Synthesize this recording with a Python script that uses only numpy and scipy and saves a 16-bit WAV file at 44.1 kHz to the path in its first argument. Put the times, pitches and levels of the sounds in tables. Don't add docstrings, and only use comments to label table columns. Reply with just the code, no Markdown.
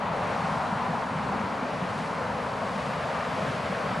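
import sys
import numpy as np
from scipy import signal
from scipy.io import wavfile
from scipy.ndimage import uniform_filter1d

SR = 44100
rng = np.random.default_rng(int(sys.argv[2]) if len(sys.argv) > 2 else 0)


def persist_wave(psi):
    counts = np.round(np.clip(psi, -1, 1) * 32767).astype(np.int16)
    wavfile.write(sys.argv[1], SR, np.atleast_2d(counts).T)


N = 176400


def gain_of(db):
    return 10 ** (np.asarray(db) / 20)


def evened(x):
    return x / np.sqrt(np.mean(x ** 2) + 1e-20)


def at_pitch(table, hz):
    row_hz, value = np.transpose(table)
    return np.interp(np.log(hz + 1), np.log(row_hz + 1), value)


def follow(levels):
    return gain_of(np.interp(np.arange(N) / SR, *np.transpose(levels)))


def rush(tone, shift, patchy_db, flicker_db, patch_s, patch_hz, size=1024):
    # (frequency [Hz], likeness [0 to 1])
    likeness = [(105, 1), (160, .992), (250, .965), (310, .8), (350, .68), (470, .945), (660, .95),
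                (800, .9), (1700, .85), (3000, .92), (3850, .93), (4050, 1)]
    # (frequency [Hz], level [dB])
    left_louder = [(130, 0), (180, .3), (400, 2.2), (680, 2.5), (1200, 2), (1800, .5), (3500, 0)]
    # (frequency [Hz], phase [radians])
    left_ahead = [(105, 0), (150, -.09), (340, -.3), (580, -.14), (820, .1), (1300, .04), (4000, 0)]
    hop, hz = size // 4, np.fft.rfftfreq(size, 1 / SR)
    frames = N // hop + 5
    noise = rng.standard_normal((5, frames, len(hz)))
    patch_frames = max(1, round(patch_s * SR / hop))
    patch_bins = max(1, round(patch_hz * size / SR))
    patches = uniform_filter1d(noise[4], patch_frames, axis=0)
    patches = evened(uniform_filter1d(patches, patch_bins, axis=1))
    flicker = evened(uniform_filter1d(rng.standard_normal(frames), patch_frames))[:, None]
    octaves = np.interp(np.arange(frames) * hop / SR, *np.transpose(shift))[:, None]
    level_db = at_pitch(tone, hz / 2 ** octaves) + patchy_db * patches + flicker_db * flicker
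    left, unrelated = noise[0] + 1j * noise[1], noise[2] + 1j * noise[3]
    alike = at_pitch(likeness, hz)
    right = alike * left + np.sqrt(1 - alike ** 2) * unrelated
    right *= np.exp(-1j * at_pitch(left_ahead, hz))
    lean = gain_of(at_pitch(left_louder, hz) / 2)
    spectra = np.array([left * lean, right / lean]) * gain_of(level_db)
    _, sound = signal.istft(spectra.transpose(0, 2, 1), nperseg=size, noverlap=size - hop)
    return evened(sound[:, :N])


def pings(low_hz, high_hz, per_s, cycles, rise, spread_db, db_per_octave, sizes=36):
    out = np.zeros(N)
    for hz in np.geomspace(low_hz, high_hz, sizes):
        age = np.arange(0, 5 * cycles / hz, 1 / SR) * hz / cycles
        swell = (1 - np.exp(-8 * age)) * np.exp(-age)
        ping = swell * np.cos(2 * np.pi * cycles * age * (1 + rise * age))
        hits = rng.random(N) < per_s / sizes / SR
        strength = gain_of(spread_db * np.minimum(rng.exponential(1, N), 4))
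        tilt = gain_of(db_per_octave * np.log2(hz / low_hz))
        out += tilt * signal.oaconvolve(hits * strength, ping / np.linalg.norm(ping))[:N]
    return evened(out)


def foam_and_spray():
    # (frequency [Hz], relative level [dB])
    foam_tone = [(500, -13.5), (1200, 2.5), (1700, 0.5), (2300, -2), (3000, -7.5), (3700, -12.5),
                 (4400, -14.5), (5400, -21.5), (10000, -40)]
    spray_tone = [(1200, -22), (3000, 2.5), (4500, 3.5), (5400, 0), (7000, -3.5), (9500, -7.5),
                  (10800, -11), (11600, -21), (12300, -42)]
    # (time [s], shift [octaves])
    foam_shift = [(0, -0.088), (2, -0.012), (4, 0.087)]
    spray_shift = [(0, -0.022), (2, 0.0063), (4, 0.059)]
    # (time [s], relative level [dB])
    foam_level = [(0, -38.5), (0.3, -36.5), (.45, -37.5), (0.6, -38), (1.05, -40), (1.5, -39), (1.9, -39.5),
                  (2.25, -40.5), (2.85, -39), (3.05, -38), (3.4, -37.4), (3.75, -37.7), (4, -39)]
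    spray_level = [(0, -56), (0.08, -56.5), (0.18, -53), (0.52, -51), (0.8, -53.5), (1.15, -54),
                   (1.65, -54.5), (1.88, -53), (1.99, -50.5), (2.16, -53.5), (2.55, -53.5), (2.75, -51.5),
                   (3.25, -52.7), (3.5, -50.3), (3.6, -52.5), (4, -52.5)]
    foam = rush(foam_tone, foam_shift, patchy_db=0.6, flicker_db=0.47, patch_s=0.03, patch_hz=457)
    spray = rush(spray_tone, spray_shift, patchy_db=0.3, flicker_db=0.1, patch_s=0.03, patch_hz=700)
    splashes = pings(1890, 9600, per_s=890, cycles=2.5, rise=0.033, spread_db=5, db_per_octave=-14)
    patter = gain_of(0.5) * spray + gain_of(-2.5) * splashes
    return follow(foam_level) * gain_of(-0.5) * foam + follow(spray_level) * patter


def white_water():
    # (frequency [Hz], relative level [dB])
    churn_tone = [(150, -34), (330, -13.5), (420, -5.5), (520, 0.5), (630, 0.5), (760, -3), (1100, -13),
                  (2500, -61)]
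    roar_tone = [(400, -26), (660, -7.5), (830, -0.5), (980, 1), (1130, -2.5), (1420, -7), (1900, -18),
                 (4000, -59)]
    # (time [s], shift [octaves])
    churn_shift = [(0, -0.05), (1.4, -0.094), (2.6, -0.0014), (4, -0.0058)]
    roar_shift = [(0, -0.044), (.6, -0.035), (1.1, 0.0044), (2.5, 0.046), (4, 0.18)]
    # (time [s], relative level [dB])
    churn_level = [(0, -32), (.12, -33), (.24, -30.5), (.4, -33), (.7, -34), (1.02, -34.5), (1.1, -35.5),
                   (1.35, -33), (1.6, -34.5), (1.67, -33.5), (1.78, -34), (2.3, -32.5), (2.96, -33.5),
                   (3.06, -31.5), (3.31, -33), (3.39, -29.5), (3.52, -32), (3.65, -32.5), (3.72, -29.7),
                   (3.86, -30), (3.94, -34.5), (4, -30)]
    roar_level = [(0, -29.5), (.35, -29), (.48, -28), (.66, -27.5), (.69, -30.5), (.74, -28), (1.05, -28.5),
                  (1.2, -30.8), (1.33, -29), (1.7, -32.5), (2.0, -33), (2.25, -30.5), (2.6, -32.5),
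                  (2.95, -33), (3.1, -31), (3.3, -32), (3.56, -34), (3.85, -32.5), (3.94, -30), (4, -33)]
    churn = rush(churn_tone, churn_shift, patchy_db=0.17, flicker_db=0.12, patch_s=0.042, patch_hz=180)
    roar = rush(roar_tone, roar_shift, patchy_db=0.5, flicker_db=-0.2, patch_s=0.04, patch_hz=260)
    bubbles = pings(597.3, 2352, per_s=260, cycles=8.3, rise=0.019, spread_db=1.5, db_per_octave=-5.5)
    bubbly_roar = gain_of(-3) * roar + gain_of(-15) * bubbles
    return follow(churn_level) * gain_of(-2.5) * churn + follow(roar_level) * bubbly_roar


def wave_front():
    # (frequency [Hz], relative level [dB])
    tone = [(15, -68), (30, -43), (45, -42), (62, -12), (85, -5.5), (120, -4), (168, 0.5), (255, -1.5),
            (300, -11.5), (400, -23), (900, -63)]
    # (time [s], shift [octaves])
    shift = [(0, -0.06), (.7, -0.034), (1.6, 0.12), (2.6, -0.048), (4, -0.042)]
    # (time [s], relative level [dB])
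    level = [(0, -35), (.24, -33), (.36, -35), (.54, -34), (.72, -32), (.8, -36.5), (.91, -32.5),
             (1.01, -36), (1.09, -35), (1.36, -32), (1.6, -37), (1.68, -37.5), (1.85, -33), (2.02, -33.5),
             (2.16, -38), (2.3, -34.5), (2.53, -36), (2.68, -34.5), (2.78, -36), (3.08, -35.5), (3.28, -36),
             (3.44, -32.5), (3.6, -34.5), (3.75, -36), (3.8, -37.5), (3.88, -33.5), (4, -34.5)]
    rumble = rush(tone, shift, patchy_db=0.35, flicker_db=-0.7, patch_s=0.07, patch_hz=90, size=4096)
    return follow(level) * gain_of(-2) * rumble


def plunges():
    # (time [s], relative level [dB], starting pitch [Hz])
    booms = [(0.03, -30, 186), (0.435, -23.5, 169.5), (0.55, -30, 125.4), (0.62, -30.5, 200),
             (0.723, -23.5, 189), (0.879, -24, 168), (1.15, -22, 153), (1.294, -27.5, 197), (1.4, -26, 210),
             (1.62, -25, 240), (1.815, -25, 175), (2.294, -29, 188), (3.365, -30.5, 206), (3.44, -30, 179),
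             (3.48, -28, 140), (3.694, -23, 183), (3.851, -32, 165), (3.971, -25, 160)]
    rise_s, ring_s, glide_per_s = 0.011, 0.023, 0.59
    out, t = np.zeros(N), np.arange(SR // 4) / SR
    swell = np.sin(np.pi / 2 * np.minimum(t / rise_s, 1))
    fade = np.exp(-np.maximum(t - rise_s, 0) / ring_s)
    for (start_s, db, hz), phase in zip(booms, rng.random(len(booms))):
        cycles = phase + hz * t * (1 + glide_per_s * t)
        boom = gain_of(db) * swell * fade * np.sin(2 * np.pi * cycles)
        start = round(start_s * SR)
        out[start:start + len(boom)] += boom[:N - start]
    return gain_of(-3.5) * out


def scene():
    return wave_front() + white_water() + foam_and_spray() + plunges()


def record(dry):
    treble_cut = signal.firwin(401, 12250, window=("kaiser", 9), fs=SR)
    return signal.oaconvolve(dry, treble_cut[None], "same")


dry = scene()
out = record(dry)
persist_wave(out)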